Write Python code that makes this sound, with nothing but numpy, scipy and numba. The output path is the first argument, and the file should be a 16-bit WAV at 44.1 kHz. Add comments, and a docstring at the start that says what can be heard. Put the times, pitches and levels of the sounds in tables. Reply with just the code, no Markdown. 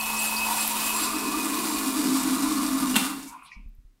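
"""Pump filling a glass

A kitchen, a hand-held microphone close to a glass that stands in a wooden box. A small electric
pump hums and shoots a thin jet, which first spatters on the bare wall and rings it, then plunges
into the rising liquid and churns it. The switch snaps off, the jet sags, last drops fall, and
the microphone is jostled."""
import sys
import numpy as np
from scipy import signal
from scipy.fft import rfft, irfft
from scipy.io import wavfile
from scipy.ndimage import uniform_filter1d
from numba import njit

SR = 44100
rng = np.random.default_rng(int(sys.argv[2]) if len(sys.argv) > 2 else 0)


def persist_wave(psi):
    """Save psi, clipped to +-1, as 16-bit WAV."""
    counts = np.round(np.clip(psi, -1, 1) * 32767).astype(np.int16)
    wavfile.write(sys.argv[1], SR, np.atleast_2d(counts).T)


N = 176400
T = np.arange(N) / SR
OFF_S = 2.96  # the pump loses power
DROPS_PER_S, DROP_SPREAD_DB = 3500, 2.5


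def amp(db):
    """Decibels to gain."""
    return 10 ** (np.asarray(db) / 20)


def unit(x):
    """Scale to rms 1."""
    return x / np.sqrt(np.mean(x ** 2))


def curve(rows, column=1):
    """One column of a table, joined by straight lines in time."""
    rows = np.array(rows)
    return np.interp(T, rows[:, 0], rows[:, column])


def fade(rows, column=1):
    """Gain of a level curve that dies away after its last point."""
    return amp(curve(rows, column)) * np.exp(-20 * np.maximum(T - rows[-1][0], 0))


def walk(rate):
    """Smooth random drift of rms 1, with `rate` turns a second."""
    step = int(SR / rate)
    return unit(uniform_filter1d(rng.standard_normal(N)[np.arange(N) // step], step))


def colour(x, points):
    """Causal filter through (Hz, dB) points, unit power gain."""
    hz, db = np.array(points).T
    gain = amp(np.interp(np.log(np.arange(N + 1) * SR / (2 * N) + 1), np.log(hz), db))
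    cepstrum = irfft(np.log(unit(gain)))
    cepstrum[1:N] *= 2  # fold to minimum phase
    cepstrum[N + 1:] = 0
    return irfft(rfft(x, 2 * N) * np.exp(rfft(cepstrum)))[:N]


@njit
def bandpass(x, hz, width):
    """State-variable band-pass with a moving centre, gain 1 there."""
    y, band_state, low_state = np.empty(len(x)), 0., 0.
    for i in range(len(x)):
        g, damping = np.tan(np.pi * hz[i] / SR), width / hz[i]
        band = (band_state + g * (x[i] + 1e-18 - low_state)) / (1 + g * (g + damping))
        band_state, low_state = 2 * band - band_state, low_state + 2 * g * band
        y[i] = damping * band
    return y


def ring(x, hz, width_hz, order=2):
    """A resonance; higher orders have steeper skirts."""
    for _ in range(order):
        x = bandpass(x, hz * np.ones(len(x)), float(width_hz))
    return x


def noise_band(hz, width_hz, order=2, samples=N):
    """Noise around one pitch, rms 1."""
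    return unit(ring(rng.standard_normal(samples), hz, width_hz, order))


def body(x, modes, order=1):
    """A set of resonances driven together, rms 1."""
    return unit(sum(amp(db) * ring(x, hz, width, order) for hz, width, db in modes))


def impacts(per_s, spread_db):
    """Random impacts, their sizes scattered by spread_db."""
    size = amp(spread_db * np.minimum(rng.standard_normal(N), np.e))
    return unit((rng.random(N) < per_s / SR) * size * np.sign(rng.standard_normal(N)))


def decay(start, length):
    """Sudden start and exponential fall."""
    return (T >= start) * np.exp(-np.maximum(T - start, 0) / length)


def strike(start, length, attack_s):
    """Short rise and exponential fall."""
    return decay(start, length) * np.clip((T - start) / attack_s, 0, 1)


def swell(centre, half_length):
    """Bell-shaped rise and fall."""
    return np.exp(-((T - centre) / half_length) ** 2)


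def ping(start, db, hz, decay_s):
    """One struck mode."""
    return amp(db) * decay(start, decay_s) * np.sin(2 * np.pi * hz * (T - start))


def sustain(x, span_s):
    """An evenly driven resonance: its level is steadied over spans of this length."""
    return x / np.sqrt(uniform_filter1d(x ** 2, int(span_s * SR)) + 0.06)


def kitchen(x, wet_db, t60_s=.56, treble_t60_s=.41):
    """Direct sound at the microphone plus the kitchen's reverberation, shorter in the treble."""
    noise = rng.standard_normal(N)
    low = signal.sosfilt(signal.butter(2, 4000, fs=SR, output="sos"), noise)
    tail = low * amp(-60 * T / t60_s) + (noise - low) * amp(-60 * T / treble_t60_s)
    spectrum = rfft(tail * (T > .003))
    flat_tail = irfft(spectrum / np.sqrt(uniform_filter1d(abs(spectrum) ** 2, N // 40)), N)
    return (x + amp(wet_db) * signal.fftconvolve(x, flat_tail)[:N]) / np.hypot(1, amp(wet_db))


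def room_tone(level_db=-72):
    """The faint, low background of the kitchen."""
    # room tone spectrum (frequency [Hz], gain [dB])
    spectrum = [(59, -33.5), (100, -2.5), (155, -12), (274, -7.5), (558, -24.5), (1000, -24.5), (1110, -23),
                (15000, -33.5)]
    return amp(level_db) * colour(rng.standard_normal(N), spectrum)


def handling(rub_s=3.565, rub_db=-45.5, rub_decay_s=.088):
    """Handling noise: a hand bumps and rubs the microphone."""
    # bumps on the microphone (time [s], level [dB], pitch [Hz], decay [s])
    bumps = [(3.562, -37.5, 37.4, 0.085), (3.657, -30.5, 34.8, 0.044), (3.783, -34, 38.5, 0.012),
             (3.847, -41, 33.9, 0.04)]
    # spectrum of the rub (frequency [Hz], gain [dB])
    rub_spectrum = [(40, 10), (100, -19), (220, 1.5), (330, -18), (600, -34), (2000, -57)]
    thuds = sum(amp(db) * strike(s, length, attack_s=.0059) * np.sin(2 * np.pi * hz * (T - s))
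                for s, db, hz, length in bumps)
    rub = colour(decay(rub_s, rub_decay_s) * rng.standard_normal(N), rub_spectrum)
    return thuds + amp(rub_db) * rub


def pump(motor_hz=218.1, wobble=.0015, sag_per_s=.12, fade_db_per_s=73.5, rumble_db=-53.5):
    """Motor harmonics that sag and fade once the power is cut, over a low rumble."""
    # pump hum (multiple of the motor rate, level [dB])
    harmonics = [(1, -42), (3, -52), (5, -47.5), (6, -55.5), (8, -55), (9, -55.5), (11, -57.5), (13, -57)]
    # spectrum of the rumble (frequency [Hz], gain [dB])
    rumble_spectrum = [(15, -12.5), (28, -12), (42, 1.5), (58, -8), (105, -22.5), (145, -8.5), (200, -15.5),
                       (800, -50.5)]
    coast_s = np.maximum(T - OFF_S, 0)
    hz = motor_hz * (1 + wobble * walk(14)) * np.exp(-sag_per_s * coast_s)
    phase = 2 * np.pi * np.cumsum(hz) / SR
    hum = sum(np.sqrt(2) * amp(db + 1.5 * walk(18)) * np.sin(k * phase + 2 * np.pi * rng.random())
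              for k, db in harmonics)
    rumble = amp(rumble_db - 34 * coast_s) * colour(rng.standard_normal(N), rumble_spectrum)
    return hum * amp(-fade_db_per_s * coast_s) + rumble


def switch():
    """The spring pings, the rocker snaps over, rattles and knocks the wooden case."""
    # snaps of the rocker (time [s], level [dB])
    snaps = [(2.9571, -17), (2.9627, -17), (2.967, -23.5)]
    # spectrum of a snap (frequency [Hz], gain [dB])
    snap_spectrum = [(120, -17), (200, 17), (450, -8.5), (850, -0.5), (1500, 1.5), (2100, -2.5),
                     (2750, -3.5), (3700, 1.5), (5000, -8.5), (8500, -1), (12000, -6.5), (15500, -10.5)]
    # modes of the switch and its panel (frequency [Hz], width [Hz], gain [dB])
    panel_modes = [(850, 60, -7.5), (890, 120, -9), (2726, 76, 2.5), (3480, 210, -6), (4050, 180, -11)]
    # modes of the case (frequency [Hz], gain [dB])
    case_modes = [(720, -11.5), (834, -0.5), (1066, 2.5), (1464, -1.5)]
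    spring = ping(start=2.9435, db=-26, hz=2830, decay_s=.006)
    blows = sum(amp(db) * decay(s, .0041) for s, db in snaps)
    cracks = colour(blows * rng.standard_normal(N), snap_spectrum)
    panel = amp(-4) * blows * body(rng.standard_normal(N), panel_modes)
    knock = sum(ping(start=2.9625, db=db - 30.5, hz=hz, decay_s=.012) for hz, db in case_modes)
    return amp(3.5) * kitchen(spring + cracks + panel + knock, wet_db=-1.5)


def plinks():
    """The last drops splash into the filled glass, whose ring the liquid damps quickly."""
    # last drops (time [s], level [dB], decay [s])
    drops = [(3.5155, -40, .02), (3.556, -54, .03)]
    # modes of the filled glass (frequency [Hz], width [Hz], gain [dB])
    modes = [(1940, 75, -11.5), (2260, 110, 0.5), (2464, 95, -4.5), (2600, 120, -17)]
    blows = sum(amp(db) * strike(s, length, attack_s=.0026) for s, db, length in drops)
    return blows * sustain(body(rng.standard_normal(N), modes, order=2), span_s=.02)


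def drips():
    """Single drops that stand out from the spray, and the last spurts, close and nearly dry."""
    # drops on the glass (time [s], level [dB], pitch [Hz], width [Hz], decay [s])
    drops = [(.165, -32, 5830, 2500, .012), (.192, -29, 8440, 1800, .022), (0.364, -28.5, 4750, 900, 0.024),
             (.676, -17, 12800, 7000, 0.0034), (.862, -26, 8700, 7000, 0.01),
             (1.035, -36, 4700, 1500, 0.028), (1.445, -29, 8800, 4000, 0.011),
             (2.194, -33.5, 7830, 1800, 0.023), (2.8, -28.5, 10500, 5000, 0.011),
             (3.423, -42.5, 1110, 400, 0.011), (3.687, -60, 14200, 1500, .003),
             (3.75, -57, 13000, 7000, .002)]
    # spurts of the sagging jet (time [s], level [dB], pitch [Hz], width [Hz], half length [s])
    spurts = [(3.231, -45, 7000, 10000, 0.0088), (3.287, -44, 8300, 15300, 0.019),
              (3.325, -55, 8800, 12100, 0.017), (3.45, -57, 2430, 810, 0.152),
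              (3.452, -57, 9700, 6000, 0.023), (3.476, -54, 3540, 2400, 0.024),
              (3.532, -59.5, 4970, 3000, 0.025)]
    ticks = sum(amp(db) * strike(s, length, attack_s=.0014) * noise_band(hz, width, order=3)
                for s, db, hz, width, length in drops)
    sputter = sum(amp(db) * swell(s, half_length) * noise_band(hz, width, order=3)
                  for s, db, hz, width, half_length in spurts)
    return kitchen(ticks + sputter, wet_db=-12)


def splashes(count=80, low_hz=3880, high_hz=13360, level_db=-37.5, decay_s=.0094):
    """Brief splashes of sparse, bigger droplets, each with its own pitch, while the pump runs."""
    out, t = np.zeros(N), T[:SR // 10]
    for when, pitch, size in rng.random((count, 3)):
        hz = low_hz * (high_hz / low_hz) ** pitch
        fizz = noise_band(hz, width_hz=500, samples=len(t))
        start = int(when * OFF_S * SR)
        out[start:start + len(t)] += amp(level_db + 2 * (size - 1)) * fizz * np.exp(-t / decay_s)
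    return out


def swirls(rise_hz_per_s=740):
    """Liquid swirls up the wall: the air in the glass gurgles with a slightly rising pitch."""
    # gurgles (time [s], level [dB], pitch [Hz], half length [s])
    gurgles = [(.1, -39.5, 946, 0.031), (0.142, -36, 1110, 0.022), (.39, -37.5, 957, 0.054),
               (0.51, -31.5, 956, .04), (0.743, -31.5, 953, 0.036), (.87, -38.5, 1123, 0.039),
               (0.948, -31, 997, 0.023), (0.994, -37, 1144, 0.024), (1.063, -32, 1042, .035),
               (1.13, -34, 1195, 0.047), (1.254, -35, 1048, 0.029), (1.339, -31.5, 1160, 0.033),
               (1.578, -32.5, 1080, 0.044), (1.755, -38, 1092, 0.042), (3.357, -43.5, 1009, 0.019)]
    out = np.zeros(N)
    for s, db, hz, half_length in gurgles:
        pitch = hz + rise_hz_per_s * np.clip(T - s, -.1, .1)
        tone = sustain(noise_band(pitch, width_hz=71), span_s=.031)
        out += amp(db) * swell(s, half_length) * tone
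    return out


def rim(waver_hz=17, flutter_db=3.5):
    """The jet keeps the lowest mode of the glass singing; sloshing liquid lowers and unsettles it."""
    # lowest mode as the glass fills (time [s], pitch [Hz], level [dB], unsteadiness [0 = steady])
    mode = [(0, 2566, -33, 0.34), (.17, 2557, -34.5, 0.24), (.21, 2574, -31, 0.2), (.38, 2556, -34.5, .25),
            (.44, 2564, -26, 0), (.5, 2548, -48, 0.83), (.59, 2550, -34.5, 0.5), (.68, 2540, -44.5, 1.11),
            (.92, 2554, -35.5, 0.83), (1.1, 2555, -42, 1), (1.55, 2482, -42, 0.84), (2, 2443, -52.5, 1.07),
            (2.9, 2300, -62, 1), (3.3, 2270, -62, .5)]
    hz, unsteady = curve(mode), curve(mode, column=3)
    phase = 2 * np.pi * np.cumsum(hz + waver_hz * unsteady * walk(70)) / SR
    tone = np.sqrt(2) * np.sin(phase) * amp(flutter_db * unsteady * (walk(45) - .5))
    rough = unit(ring(impacts(DROPS_PER_S, DROP_SPREAD_DB), hz, width_hz=200))
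    return (tone + amp(-1.5) * np.sqrt(unsteady) * rough) * fade(mode, column=2)


def droplets(flutter_db=1.7):
    """The dense, fluttering stream of impacts that the jet delivers."""
    return impacts(DROPS_PER_S, DROP_SPREAD_DB) * amp(flutter_db * walk(45) + .19 * walk(8.8))


def hollow():
    """Droplets sound the air in the glass and, through it, the wooden box around it."""
    # air in the glass (time [s], resonance [Hz], level [dB])
    air_column = [(0, 970, -35.5), (.3, 910, -38.5), (.5, 970, -33.5), (.68, 1000, -38.5), (.95, 1070, -36),
                  (1.7, 1099, -39), (2.5, 1143, -37.5), (3.12, 1184, -39), (3.25, 1037, -57.5),
                  (3.34, 1026, -45.5), (3.41, 1057, -55.5), (3.46, 1063, -56), (3.58, 1070, -65),
                  (3.7, 1075, -90)]
    # hollow of the box (frequency [Hz], width [Hz], gain [dB])
    box_modes = [(758, 41, -2), (891, 15, 0.5), (951, 22, 4.5), (1016, 40, 0), (1089.5, 16, -0.5),
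                 (1184, 14, 6), (1357, 22, -1), (1432, 40, -3)]
    air_hz = curve(air_column) * (1 + .034 * walk(14))
    air = unit(ring(droplets(), air_hz, width_hz=220))
    box = body(unit(ring(droplets(), air_hz, width_hz=550)), box_modes)
    return (amp(-3.5) * air + amp(-1) * box) * fade(air_column, column=2)


def wall(burst_db=3.5):
    """The jet hisses on the bare wall and wanders over it, so the upper modes ring in bursts."""
    # jet on the wall (time [s], level [dB])
    levels = [(0, -33), (.17, -35.5), (.2, -28), (.3, -32.5), (.58, -32), (.75, -35.5), (.88, -29.5),
              (1.1, -41), (1.8, -38), (2.9, -65)]
    # spectrum of its hiss (frequency [Hz], gain [dB])
    spectrum = [(2000, -18.5), (2900, -1), (4000, -14), (6500, -10.5), (8500, -7.5), (11500, -3),
                (15000, -8)]
    # upper modes of the glass (frequency [Hz], width [Hz], gain [dB])
    glass_modes = [(4210, 35, -3), (4720, 150, -10), (7575, 80, 0), (8280, 80, -3), (9710, 110, -1),
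                   (10480, 90, -1)]
    ringing = body(droplets() * amp(burst_db * walk(16)), glass_modes)
    hiss = colour(droplets(), spectrum)
    return (amp(-.5) * hiss + amp(-3.5) * ringing) * fade(levels)


def spray():
    """The jet's fine droplets hiss, and bigger ones tick among them."""
    # spray of the jet (time [s], level [dB])
    levels = [(0, -36), (.6, -33), (1, -32.5), (1.15, -34.5), (2.2, -31.5), (2.92, -34), (3.05, -31.5),
              (3.13, -44), (3.2, -44.5), (3.26, -48.5), (3.3, -65), (3.45, -93)]
    # its spectrum (frequency [Hz], gain [dB])
    spectrum = [(250, -31.5), (400, -8.5), (490, -16), (565, -9.5), (610, -20), (700, -9), (1000, -10),
                (1280, -9), (1450, -7.5), (1560, -14), (1750, -10), (1830, -22), (1950, -12), (2400, -11),
                (2800, -13), (3200, -15.5), (3700, -8.5), (4050, -11.5), (4500, -9.5), (5600, -12),
                (6400, -13), (7500, -10.5), (9000, -9), (11500, -14), (14500, -16), (15600, -23.5)]
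    spatter = amp(-8.5) * impacts(per_s=90, spread_db=3)
    return colour(droplets() + spatter, spectrum) * fade(levels)


def churn():
    """Air dragged under by the jet gurgles, louder and lower as the liquid deepens."""
    # churning of the liquid (time [s], level [dB], bubble pitch [Hz])
    churning = [(0, -54, 298), (.6, -47, 312.3), (.93, -42, 344), (1.06, -35, 348), (1.25, -31, 344.5),
                (1.75, -31, 338), (2.02, -26, 297), (2.13, -19, 283), (2.19, -29.5, 284),
                (2.28, -24.5, 295), (2.65, -27, 279), (2.78, -25.5, 267), (2.92, -26, 256), (3.1, -35, 279),
                (3.18, -34, 280), (3.22, -44, 280), (3.26, -41.5, 289), (3.33, -58.5, 304),
                (3.41, -59, 300), (3.45, -80, 300)]
    # its resonances (frequency [Hz], width [Hz], gain [dB])
    modes = [(154.4, 22, -5), (185.3, 31, -7), (267.5, 25, 1.5), (303.2, 20.4, -1.5), (359.5, 43, -15.5),
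             (425, 33, -13)]
    bubbles = ring(impacts(per_s=260, spread_db=0), curve(churning, column=2), width_hz=134)
    return sustain(body(bubbles, modes, order=2), span_s=.099) * fade(churning)


def scene():
    """Everything at one microphone near the glass, the same in both channels."""
    background = room_tone() + pump()
    jet = kitchen(spray() + wall(), wet_db=-3) + hollow()
    pour = jet + rim() + splashes() + swirls() + churn()
    mono = background + pour + switch() + drips() + plinks() + handling()
    return np.array([mono, mono])


def record(dry, top_hz=15700):
    """A steep low-pass takes off the highest treble."""
    return signal.sosfilt(signal.ellip(10, .2, 80, top_hz, fs=SR, output="sos"), dry)


dry = scene()
out = record(dry)
persist_wave(out)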